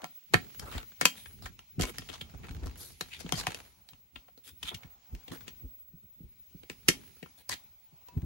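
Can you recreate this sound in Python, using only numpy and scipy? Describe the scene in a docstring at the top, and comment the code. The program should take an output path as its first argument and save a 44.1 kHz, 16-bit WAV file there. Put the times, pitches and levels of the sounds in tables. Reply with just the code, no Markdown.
"""Opening a disc case

A hand opens a plastic disc case on a padded surface, flips its leaves and pops a disc off the hub.
Catches snap and loose plastic ticks: noise bursts excite the resonances of a thin shell.
Sliding plastic scrapes as modulated noise; soft bumps on the padding are short tones of falling pitch.
Skin and sleeve brush the case and the case drags on the padding, both as shaped noise.
The room is small and dry, with a faint hiss and the thin whine of a picture tube."""
import sys
import numpy as np
from scipy import signal
from scipy.fft import rfft, irfft, next_fast_len
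from scipy.io import wavfile
from scipy.ndimage import uniform_filter1d

SR = 44100
rng = np.random.default_rng(int(sys.argv[2]) if len(sys.argv) > 2 else 0)


def store_wav(level_fs):
    """Save 16-bit WAV to argv[1]."""
    pcm = np.round(np.clip(np.atleast_2d(level_fs), -1, 1) * 32767)
    wavfile.write(sys.argv[1], SR, pcm.T.astype(np.int16))


N = 363825  # samples

# plastic striking plastic: t/s, build-up/s, presence-band level over 10 ms before the trim/dB,
# then knock/dB, hollow/dB and edge/dB relative to presence, ring f/Hz, left-right difference/dB
CLICKS = [(0.0424, 0.00075, -41.5, -26, 3, -3, 900, 1.5), (0.337, 0.00092, -30.5, 3, 1.5, -1, 4260, 7),
          (0.341, 0.00092, -17.5, -3, -2.5, -11, 1870, -3), (0.5951, 0.001, -45, -11, -6, 4.5, 5230, 5),
          (0.749, 0.0015, -49.5, 6, -11, -18, 1750, 0), (0.779, 0.0015, -41, -27, -4, -7, 4100, 4),
          (0.8293, 0.00066, -53.5, 0, 0, -6, 1420, -3), (1.0105, 0.0025, -25.5, -9.5, -3, -3.5, 1300, 3),
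          (1.03, .0029, -46.5, 5, -4, -13, 3700, 11), (1.0529, .0017, -15.5, -14, -8, -2.5, 2540, 2),
          (1.257, 0.0017, -49, -12, -9, -12, 1640, 6), (1.4557, 0.0039, -41.5, -13, -0.5, -5.5, 1750, 0),
          (1.5902, 0.0016, -50, -26.5, -5, -5.5, 3020, 3.5), (1.7968, 0.0019, -45, 13, 3, 1, 694, 4.5),
          (1.81, 0.00076, -37.5, -1, -13, 3, 3200, -6.5), (1.8196, 0.00085, -40, -2, -6, 3, 736, 14),
          (1.8291, 0.0037, -33.5, -3, -1.5, -2.5, 740, -1), (1.8516, 0.002, -42, -1, -4, -2, 2700, 9),
          (1.983, 0.0011, -38, -12, -8, 0.5, 5370, 2.5), (2.0187, .002, -50.5, -3, -4, -30, 3360, 7),
          (2.0878, 0.0021, -44, -9, -3.5, -11, 3090, 6), (2.095, 0.003, -43.5, 0, -7, -8.5, 3270, 5),
          (2.2097, 0.0026, -37, -12.5, -14.5, -11.5, 3430, 0.5), (2.3364, .004, -66, 13, 14, -1, 710, 1),
          (2.4326, 0.0078, -48, -4, -1.5, -12.5, 2290, 1.5), (2.484, 0.0011, -53, -19, -1.5, -16, 920, 2),
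          (2.6587, 0.0024, -61, 18, -5, 9, 3570, 5), (2.6691, 0.00083, -57, 1, 8.5, 5, 1060, 4),
          (3.0089, 0.0011, -34, -7, -4.5, -1, 4060, 1.5), (3.261, 0.0013, -49.5, 3, 0, -20, 3200, 5),
          (3.3223, 0.00074, -29.5, -5, -1, -1, 3200, 4), (3.468, 0.00081, -28.5, -14, -0.5, -6, 1020, -0.5),
          (3.4883, 0.0011, -52.5, 9, 5, -16, 3050, 1), (3.5454, 0.0004, -39.5, -6, -11.5, -2, 2620, -0.5),
          (3.888, .001, -53.5, -18, -10, -2, 4000, -3.5), (3.9324, 0.0013, -59.5, -16, -3, -7.5, 3060, 8.5),
          (4.1579, 0.0018, -43, -11, -10, -19, 3240, 7.5), (4.2823, .0017, -68, -0.5, 8.5, -13, 740, 11),
          (4.376, .0006, -65.5, 7.5, -5, 2.5, 4180, 7.5),
          (4.6278, 0.0029, -35.5, -17.5, -12, -7, 3220, 1.5),
          (4.7429, 0.0025, -40.5, -14, -32, -3, 3100, 1.5), (4.8323, .0026, -51, -25, -5.5, -10, 1960, 0.5),
          (5.1494, 0.00072, -55.5, -13, -4.5, -3.5, 2490, 10), (5.2791, 0.0017, -48, -2, -8, -7.5, 3570, 6),
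          (5.4773, 0.0033, -44, -5, -9, -4, 3180, 3), (6.633, 0.0012, -57, 4.5, -3, -8, 2820, 1),
          (6.6981, 0.00098, -39.5, -2, -8.5, -5.5, 2480, 4.5),
          (6.8838, 0.0014, -21.5, -5.5, -10, 1.5, 2880, 0),
          (6.8867, 0.0013, -19.5, -5, -14, -0.5, 2280, 2.5), (7.166, 0.0025, -68.5, 2.5, -4, 1, 1190, 2),
          (7.2271, 0.0019, -46.5, 2.5, -19, -11.5, 2280, 4.5),
          (7.4914, 0.00059, -49.5, -0.5, -14.5, 11, 4830, 0.5),
          (7.494, .0013, -41.5, -10, 4.5, 6.5, 990, 4), (7.5244, 0.001, -40, -18, -16, -22.5, 1890, -8),
          (7.5305, 0.0013, -38.5, -22, -8.5, -15, 3940, 5), (7.538, 0.0012, -49, -4, -19, 2, 3920, -9),
          (7.259, 0.0016, -59, 0, 6, -15, 2650, 1.5), (8.0845, 0.002, -59.5, 4.5, -8, 0.5, 980, 0)]
# soft bumps on the padding: t/s, peak level before the trim/dB, reference f/Hz, build-up/s
BUMPS = [(0.021, -51, 218, 0.016), (0.3417, -18.5, 139.2, 0.009), (0.748, -28.5, 77, 0.014),
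         (1.012, -36, 200, 0.0089), (1.441, -39, 65.5, 0.01), (1.781, -24, 147.4, 0.0061),
         (1.799, -23.5, 152, 0.0053), (1.814, -22.5, 58, 0.0098), (1.99, -39.5, 120, 0.0079),
         (2.216, -42, 144, 0.0078), (2.336, -44, 155, 0.0061), (2.5, -30.5, 73, 0.01),
         (2.545, -35, 77.7, 0.0222), (2.615, -30.5, 58, 0.017), (2.66, -32.5, 82.4, 0.017),
         (3.016, -43.5, 142, 0.0068), (3.243, -33.5, 225, 0.0077), (3.325, -30, 159, 0.013),
         (3.369, -38, 63, 0.01), (3.47, -34.5, 138, 0.011), (3.926, -54, 120.3, 0.012),
         (4.158, -46, 59.6, 0.01), (4.528, -54, 80.3, 0.0077), (4.636, -41, 67, 0.0074),
         (4.736, -39, 139, 0.012), (4.845, -43, 154, 0.0062), (5.124, -31.5, 59.1, 0.013),
         (5.31, -36.5, 121.6, 0.0047), (5.631, -35.5, 72, 0.017), (5.933, -48, 165, 0.011),
         (6.035, -54.5, 111.1, 0.011), (6.203, -43.5, 186.4, 0.0067), (6.234, -40, 81, 0.0093),
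         (6.546, -40, 191, 0.0052), (6.699, -45, 183, 0.009), (6.886, -23.5, 165, 0.0043),
         (7.222, -44.5, 169.7, 0.011), (7.5, -45, 90, 0.017), (7.924, -53, 169, 0.0088),
         (8.164, -22, 108.7, 0.0096), (8.227, -25, 88, 0.0067)]
# friction of skin and sleeve on the case: t/s, rub level/dB, dull level/dB, fizz level before the trim/dB
BRUSH = [(0.0, -67, -53, -80), (0.16, -68.5, -108, -73), (0.37, -71, -71, -86), (0.53, -61.5, -75, -67),
         (0.99, -67, -85, -75), (1.28, -63.5, -77, -59), (1.58, -71.5, -87.5, -89.5),
         (1.81, -69.5, -83.5, -79.5), (2.0, -58.5, -71, -66.5), (2.27, -66, -67.5, -73.5),
         (2.66, -64, -64.5, -77), (3.01, -65, -80, -64), (3.38, -54, -55, -73), (3.54, -59.5, -59.5, -62.5),
         (3.7, -69, -74, -68.5), (4.0, -79, -81.5, -85.5), (4.37, -78.5, -89, -85), (4.66, -68, -82, -69),
         (4.8, -74, -66, -86), (4.99, -72, -74.5, -91), (5.4, -65, -70, -78), (5.88, -79, -86, -89.5),
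         (7.05, -67, -79.5, -66), (7.63, -75, -82, -81), (8.09, -72, -73, -84.5), (8.25, -71.5, -64.5, -78)]
# knock, hollow, presence, edge and fizz bands: lower f/Hz, upper f/Hz
BANDS = [(180, 520), (540, 1450), (1700, 4200), (4200, 7500), (9000, 13200)]


def clicks(buzz_db=-19, buzz_s=.015, contact_db=5.5, graze_db=-24, ring_width_hz=560, ring_gain=6, trim_db=-1.5):
    """Impact: the edges graze, meet in a crowd of tiny contacts within a few ms, then the loose leaves buzz."""
    graze_s = .006
    # a harder contact lifts the fizz more than the edge
    fizz_db, fizz_slope = -7, 1.1
    out = np.zeros((2, N))
    t = np.arange(SR // 10) / SR - graze_s
    graze = gain_of(graze_db) * np.interp(t, [-graze_s, 0, graze_s], [0, 1, 0])
    for s, rise, db, knock, hollow, edge, ring_hz, pan_db in CLICKS:
        fizz = fizz_db + fizz_slope * edge
        u = np.maximum(t, 0) / max(rise, .0002)
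        impact = u * np.exp(1 - u)
        buzz = gain_of(buzz_db) * (1 - np.exp(-u)) * np.exp(-t / buzz_s)
        force = graze + impact + buzz
        force = force * gain_of(contact_db * wander(len(t), per_s=3000))  # a few contacts dominate
        drive = ringing(force * rng.standard_normal((2, len(t))))
        sound = shell(drive, [knock, hollow, 0, edge, fizz], ring_hz, ring_width_hz, ring_gain)
        sound = sound * np.sqrt(.01 * SR)  # unit energy becomes unit rms over 10 ms
        add(out, s - graze_s, panned(sound, pan_db) * gain_of(db + trim_db))
    return out


def ticks(per_s=30, tick_db=1, spread_db=3, last_s=0.0027, low_hz=700, high_hz=4200, count=6):
    """Poisson-like impulses: loose plastic ticks at random while the hand rubs firmly."""
    # colour of a tick: knock/dB, hollow/dB, presence/dB, edge/dB, fizz/dB
    tick_colour = [-6, -3.5, 0, -5, -12.5]
    # ticking sets in between a light and a firm rubbing level
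    light_db, firm_db = -72, -61
    t = np.arange(SR // 40) / SR
    out = 0
    effort = np.hypot(gain_of(follow(BRUSH, column=1)), gain_of(follow(BRUSH, column=2)))
    firmness = np.clip((20 * np.log10(effort) - light_db) / (firm_db - light_db), 0, 1)
    effort = effort * firmness
    for ring_hz in np.geomspace(low_hz, high_hz, count):
        contact = rng.standard_normal((2, len(t))) * np.exp(-t / last_s)
        tick = shell(contact, tick_colour, ring_hz, ring_width_hz=130, ring_gain=2.7)
        struck = rng.random(N) < per_s / count / SR
        train = struck * gain_of(spread_db * np.minimum(rng.exponential(1, N), 3))
        out = out + signal.oaconvolve((train * effort)[None], tick, axes=1)[:, :N]
    return out * gain_of(tick_db) * np.sqrt(SR / 100)  # level over 10 ms


def slides(slip_db=3, slips_per_s=450, ends_db=-15):
    """Stick-slip friction: plastic catches and yields at random under the envelope of each stroke."""
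    # sliding strokes: start t/s, then crest t/s and end t/s (the earlier one is the crest), level/dB,
    # then knock/dB, hollow/dB, edge/dB and fizz/dB relative to presence, ring f/Hz, left-right difference/dB
    strokes = [(0.026, 0.032, 0.065, -64.5, 14, 14, -10, -22, 880, -1.5),
               (0.607, 0.626, 0.66, -64.5, 7.5, 11, 2, -8, 1020, 3),
               (0.652, 0.679, 0.7, -58.5, 1, 8, -5, -5, 655, 2),
               (0.691, 0.739, 0.82, -52, -4.5, 0, -5.5, -11.5, 2580, 1.5),
               (1.154, 1.169, 1.27, -59, -25, -31, -6, -2.5, 3470, 2),
               (1.421, 1.48, 1.38, -59.5, -7.5, -1, 1, -6, 4080, 0),
               (1.793, 1.823, 1.77, -45, -1.5, -0.5, -5, -11, 685, -1),
               (1.863, 1.899, 1.909, -49.5, 1.5, -2, -5.5, -3, 606, 0.5),
               (2.115, 2.144, 2.165, -51, -26, -3.5, -2, -15, 3160, 3),
               (2.613, 2.688, 2.64, -65, 6, 5.5, -5, -14, 790, 3),
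               (2.77, 2.803, 2.936, -63.5, -0.5, -2, 8, 11, 3930, 1),
               (3.106, 3.139, 3.18, -47.5, -30, -20, -11.5, -18, 2800, 3),
               (3.19, 3.218, 3.21, -51.5, -6, -4, 1.5, -4.5, 5200, 7.5),
               (3.351, 3.399, 3.42, -44.5, -10, -5, 4.5, -5.5, 4600, -0.5),
               (4.436, 4.479, 4.515, -58.5, -11, -11.5, -2.5, 0, 3330, 3.5),
               (4.645, 4.688, 4.708, -40, -28, -16.5, -11.5, -16, 3520, 0),
               (4.706, 4.718, 4.742, -60.5, 5.5, 9.5, -17, -11, 2640, 4),
               (5.314, 5.362, 5.22, -54.5, 8, 2, -2.5, -4, 3260, -1),
               (7.375, 7.42, 5.4, -66, -6.5, -5, -3, 1, 3730, 4.5),
               (7.497, 7.526, 7.545, -42.5, -13.5, -9, 0, -9, 1910, 2.5)]
    out = np.zeros((2, N))
    for start, crest, end, db, knock, hollow, edge, fizz, ring_hz, pan_db in strokes:
        t = start + np.arange(SR // 5) / SR
        crest, end = np.sort([crest, end])
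        stroke = gain_of(np.interp(t, [start, crest, end], [ends_db, 0, ends_db]))
        stroke *= np.interp(t, [start, start + 0.002, end, end + 0.0035], [0, 1, 1, 0])
        force = stroke * gain_of(slip_db * wander(len(t), slips_per_s))
        drive = force * patchy(pair(len(t), alike=0), depth_db=3.5, wide_hz=260, long_s=.03)
        sound = shell(drive, [knock, hollow, 0, edge, fizz], ring_hz, ring_width_hz=900, ring_gain=4)
        # unit energy becomes unit rms over the nominal stroke
        add(out, start, panned(sound, pan_db) * gain_of(db) * np.sqrt(abs(end - start) * SR))
    return band(out, 100, 13600, order=8)


def bumps(settled=.65, glide=1.6, glide_speed=1.5, rough=0.14, tail_db=-17, tail_s=0.015, push_db=-12, trim_db=-1):
    """Yielding contact: it spreads as the padding gives, so the pitch of each bump falls; then the case shudders."""
    out = np.zeros((2, N))
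    t = np.arange(SR // 6) / SR
    ports = np.array([[.35], [-.35]])  # phase at the two microphones, rad
    for s, db, hz, rise in BUMPS:
        u = t / rise
        turns = np.cumsum(hz * (settled + glide * np.exp(-glide_speed * u))) / SR
        flutter = evened(band(pair(len(t), alike=0.95), 82, 300, order=3))
        # the near field differs at the two microphones
        swing = np.sin(2 * np.pi * turns + ports) + rough * flutter
        thump = (u * np.exp(1 - u)) ** 2 * (swing + gain_of(push_db))
        shudder = gain_of(tail_db) * (1 - np.exp(-u ** 2)) * np.exp(-t / tail_s) * flutter
        add(out, s, gain_of(db + trim_db) * (thump + shudder))
    return out


def disc():
    """Free plate modes: the lifted disc rings briefly in bending as decaying sinusoids."""
    # bending modes: f/Hz, level/dB, t60/s
    bending_modes = [(972, -53, 0.28), (2617, -65.5, 0.21)]
    lift_s = 8.086
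    out = np.zeros((2, N))
    t = np.arange(SR // 4) / SR
    ring = sum(gain_of(db - 60 * t / t60) * np.sin(2 * np.pi * hz * t) for hz, db, t60 in bending_modes)
    add(out, lift_s, ring)
    return out


def brushing(grain_db=1.5, grains_per_s=250, snags_per_s=45, snag_size=0.52, fizz_db=-1,
             scuff_dull_db=-5, scuff_fizz_db=-8):
    """Light friction of the hand, dull or fizzy as the grip changes, snagging on ridges when firm."""
    # spectrum of the friction: f/Hz, relative density/dB
    brush_colour = [(240, -33), (400, -3.5), (589, -11), (781, -7), (1690, -17), (2250, -8), (2810, -11.5),
                    (5480, -13.5), (6960, -12.5), (8440, -22.5), (11900, -19.5), (14000, -38.5),
                    (15000, -56)]
    # the fingers scuff around each click, more at a loud one
    scuff_db, scuff_slope, scuff_lead_s, scuff_fade_s = -47, .45, .012, .09
    noise = patchy(coloured(pair(N, alike=0.15), brush_colour), depth_db=2.0, wide_hz=350, long_s=0.055)
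    scuff_events = [(s, scuff_db + scuff_slope * db) for s, _, db, *_ in CLICKS]
    scuff = swells(scuff_events, scuff_lead_s, scuff_fade_s)
    level_db = follow(BRUSH, column=1)
    rub = evened(band(noise, BANDS[2][0], BANDS[3][1]))
    rub = rub * np.hypot(gain_of(level_db), scuff)
    dull = evened(band(noise, *BANDS[1]))
    dull = dull * np.hypot(gain_of(follow(BRUSH, column=2)), scuff * gain_of(scuff_dull_db))
    fizz = evened(band(noise, *BANDS[4], order=5))
    fizz = fizz * np.hypot(gain_of(follow(BRUSH, column=3) + fizz_db), scuff * gain_of(scuff_fizz_db))
    pressure = np.clip((level_db + 73.5) / 12, 0, 1)  # firm contact is gritty, light contact smooth
    snags = (rng.random(N) < snags_per_s / SR) * np.minimum(rng.exponential(1, N), 3)
    snags = signal.lfilter([1], [1, -np.exp(-1 / (0.0012 * SR))], snags)  # each dies with a 1.2 ms time constant
    grit = gain_of(grain_db * pressure * wander(N, grains_per_s))
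    grain = evened(grit + snag_size * pressure * snags)
    return (dull + rub + fizz) * grain


def shifting(lump_db=3, lumps_per_s=45, trim_db=1):
    """Amplitude-modulated friction: a lumpy low rustle as the case drags on the padding and settles after bumps."""
    # drag of the case on the padding: t/s, level before the trim/dB
    drag_levels = [(0.0, -91), (0.37, -112), (0.5, -80), (0.6, -51.5), (1.03, -73), (1.45, -49),
                   (1.61, -68.5), (1.84, -76), (1.97, -54), (2.23, -56), (2.53, -47.5), (3.03, -63.5),
                   (3.45, -46.5), (3.65, -68), (4.23, -77.5), (4.62, -67), (5.14, -76), (5.31, -58),
                   (5.51, -59), (5.74, -74.5), (7.14, -64), (7.31, -71), (7.81, -75.5), (8.25, -65.5)]
    # spectrum of the rustle: f/Hz, relative density/dB
    shift_colour = [(15, -37), (25, -0.5), (65, 9), (167, -1), (205, -1.5), (334, -12), (424, -10.5),
                    (568, -28), (700, -23), (910, -46), (1540, -120)]
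    # the case presses into the padding before each bump and settles after it
    settle_db, settle_slope, press_s, settle_s = -30, .65, .02, .06
    lumps = evened(gain_of(lump_db * wander(N, lumps_per_s)))
    noise = pair(N, alike=.5)
    settle_events = [(s, settle_db + settle_slope * db) for s, db, *_ in BUMPS]
    settling = swells(settle_events, press_s, settle_s)
    drag = gain_of(follow(drag_levels, column=1) + trim_db)
    return coloured(noise, shift_colour) * lumps * np.hypot(drag, settling)


def shell(drive, colour_db, ring_hz, ring_width_hz, ring_gain):
    """Resonance: contact noise rings the thin shell; each band carries unit energy times its colour."""
    shared, apart = drive
    r = np.exp(-np.pi * ring_width_hz / SR)
    pole = r * np.exp(2j * np.pi * ring_hz / SR)
    out = 0
    # the microphones differ by a set amount in each band, least in the fizz
    for (lo, hi), db, spread in zip(BANDS, colour_db, [0.93, 0.86, 0.9, 0.86, 0.63]):
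        both = np.array([shared + spread * apart, shared - spread * apart])
        ring = signal.lfilter([1 - r], [1, -pole], both).real
        part = band(both + ring_gain * ring, lo, hi)
        out = out + gain_of(db) * part / np.sqrt(np.sum(part ** 2) / 2 + 1e-24)
    return out


def ringing(drive, ring_db=-4, spot_db=2.5, flex=0.0066):
    """Modal excitation: mode strength changes with the spot struck, pitch as the case flexes."""
    # modes of the thin shell, rung by every click: f/Hz, mean level before ring_db/dB, t60/s
    shell_modes = [(742.6, -41, 0.11), (1018, -40, 0.06), (1298, -43.5, 0.037), (1358, -45, .11),
                   (1835, -39, .05), (2230, -40.5, .06), (2540, -40, 0.063), (2807, -41, 0.045),
                   (3156, -43.5, 0.14), (4550, -42, .06), (4970, -44, .06), (5750, -43.5, .07)]
    t = np.arange(drive.shape[1]) / SR
    chance = rng.standard_normal((len(shell_modes), 2))
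    modes = 0
    for (hz, db, t60), (spot, bend) in zip(shell_modes, chance):
        decay = gain_of(db + spot_db * spot - 60 * t / t60)
        modes = modes + decay * np.cos(2 * np.pi * hz * (1 + flex * bend) * t)
    return drive + gain_of(ring_db) * signal.fftconvolve(drive, modes[None], axes=1)[:, :len(t)]


def patchy(x, depth_db, wide_hz, long_s):
    """Time-varying resonance: the contact point wanders, so different resonances of the case come and go."""
    z = signal.stft(x, SR, nperseg=512, noverlap=384)[2]
    patches = rng.standard_normal(z.shape[1:])
    patches = uniform_filter1d(patches, max(round(wide_hz * 512 / SR), 1), axis=0)
    patches = uniform_filter1d(patches, max(round(long_s * SR / 128), 1), axis=1)
    z = z * gain_of(depth_db * evened(patches))
    return signal.istft(z, SR, nperseg=512, noverlap=384)[1][:, :x.shape[1]]


def swells(events, rise_s, fade_s):
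    """Energy summation of events (t/s, level/dB) that each swell exponentially to their moment, then fade."""
    t = np.arange(0, N, 64) / SR
    s, db = np.transpose(events)[:, :, None]
    each = gain_of(db) * np.exp(-np.maximum((s - t) / rise_s, (t - s) / fade_s))
    return np.interp(np.arange(N) / SR, t, np.linalg.norm(each, axis=0))


def gain_of(db):
    """Logarithmic level: decibels to amplitude gain."""
    return 10 ** (np.asarray(db) / 20)


def evened(x):
    """Normalisation to rms 1."""
    return x / np.sqrt(np.mean(x ** 2) + 1e-24)


def read(points, hz):
    """Interpolation of a spectrum on a log-frequency axis."""
    f, value = np.transpose(points)
    return np.interp(np.log(hz + 1), np.log(f + 1), value)


def follow(rows, column):
    """Linear interpolation of one column of a curve at every sample."""
    rows = np.asarray(rows)
    return np.interp(np.arange(N) / SR, rows[:, 0], rows[:, column])


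def add(mix, s, sound):
    """Superposition: mixes a sound into a stereo mix at time s."""
    part = mix[:, max(round(s * SR), 0):][:, :sound.shape[-1]]
    part += sound[..., :part.shape[1]]


def band(x, lo, hi, order=3):
    """Causal band-pass filtering."""
    return signal.sosfilt(signal.butter(order, [lo, hi], "band", fs=SR, output="sos"), x)


def pair(count, alike):
    """Partial coherence: white noise for two microphones with a given correlation."""
    a, b = rng.standard_normal((2, count))
    alike = np.clip(alike, -1, 1)
    return np.array([a, alike * a + np.sqrt(1 - alike ** 2) * b])


def coloured(x, points):
    """Spectral shaping: gives steady noise a spectrum, at rms 1."""
    size = next_fast_len(N)
    gains = gain_of(read(points, np.fft.rfftfreq(size, 1 / SR)))
    return evened(irfft(rfft(x, size) * gains, size)[:, :N])


def wander(count, per_s):
    """Random modulation at a chosen rate: straight lines between unit-normal knots."""
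    knots = np.arange(count) * per_s / SR
    return np.interp(knots, np.arange(N // 8), rng.standard_normal(N // 8))


def panned(x, pan_db):
    """Interchannel level difference: leans a stereo sound left or right."""
    return x * gain_of([[pan_db / 2], [-pan_db / 2]])


def room(x, first_s=0.0033, wet_db=-9, bass_hz=450, least_hz=220):
    """Reverberation: dense early reflections that die quickly, alike at both microphones in the bass."""
    # decay of the room: f/Hz, t60/s
    room_decay = [(100, 0.61), (400, 0.077), (1000, 0.095), (3000, 0.15), (7000, 0.13), (13000, 0.16)]
    count = SR // 2
    taps = rng.choice([-1., 1.], (2, count)) * (rng.random((2, count)) < 4000 / SR)  # 4000 reflections per s
    hz, t, z = signal.stft(taps, SR, nperseg=256)
    alike = (1 / (1 + (hz / bass_hz) ** 4))[:, None]
    z = np.array([z[0], alike * z[0] + np.sqrt(1 - alike ** 2) * z[1]])
    decay = gain_of(-60 * t / read(room_decay, hz)[:, None])
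    tail = signal.istft(z * decay, SR, nperseg=256)[1]
    tail = tail * (np.arange(tail.shape[1]) / SR > first_s)
    # a small case radiates little bass
    sent = signal.sosfilt(signal.butter(2, least_hz, "high", fs=SR, output="sos"), x)
    wet = signal.fftconvolve(sent, tail / np.linalg.norm(tail[0]), axes=1)[:, :N]
    return x + gain_of(wet_db) * wet


def background(steady=2.2, waver_db=3.0, wavers_per_s=45, port_turn=2.2):
    """Hiss, and interference: a whine that wavers as the microphones move through its standing waves."""
    # whine of the picture tube: t/s, level/dB
    whine_levels = [(0, -59), (.8, -48.5), (1.7, -60.5), (2.2, -59), (2.8, -63), (4.2, -61.5), (5.7, -52.5),
                    (6.2, -57), (7.2, -59.5), (8.25, -56.5)]
    # spectrum of the hiss: f/Hz, relative density/dB
    hiss_colour = [(18, -33), (30, -10.5), (373, 0.5), (941, -19.5), (1350, -6), (1880, -14), (3490, -5.5),
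                   (5270, -19.5), (9280, -7.5), (14000, -28), (15000, -43.5)]
    whine_hz, hiss_db = 15735, -81
    turn = np.exp(2j * np.pi * whine_hz * np.arange(N) / SR)
    # a steady wave plus random reflections at each microphone
    paths = [steady * np.exp(1j * lag) + wander(N, wavers_per_s) + 1j * wander(N, wavers_per_s)
             for lag in (0, port_turn)]
    whine = evened((turn * np.array(paths)).real * gain_of(waver_db * wander(N, wavers_per_s)))
    hiss = coloured(pair(N, alike=0.048), hiss_colour)
    return gain_of(follow(whine_levels, column=1)) * whine + gain_of(hiss_db) * hiss


def scene():
    """Superposition: impacts, slides and disc excite the room; friction and background are added dry."""
    return room(clicks() + ticks() + slides() + bumps() + disc()) + brushing() + shifting() + background()


def record(dry):
    """Band limiting: the microphones drop the lowest bass, peaks stop at full scale, then the treble is cut."""
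    edge_hz = 16600
    thinned = signal.sosfilt(signal.butter(4, 38, "high", fs=SR, output="sos"), dry)
    low_pass = signal.firwin(511, edge_hz, window=("kaiser", 9), fs=SR)
    return signal.oaconvolve(np.clip(thinned, -1, 1), low_pass[None], "same", axes=1)


dry = scene()
out = record(dry)
store_wav(out)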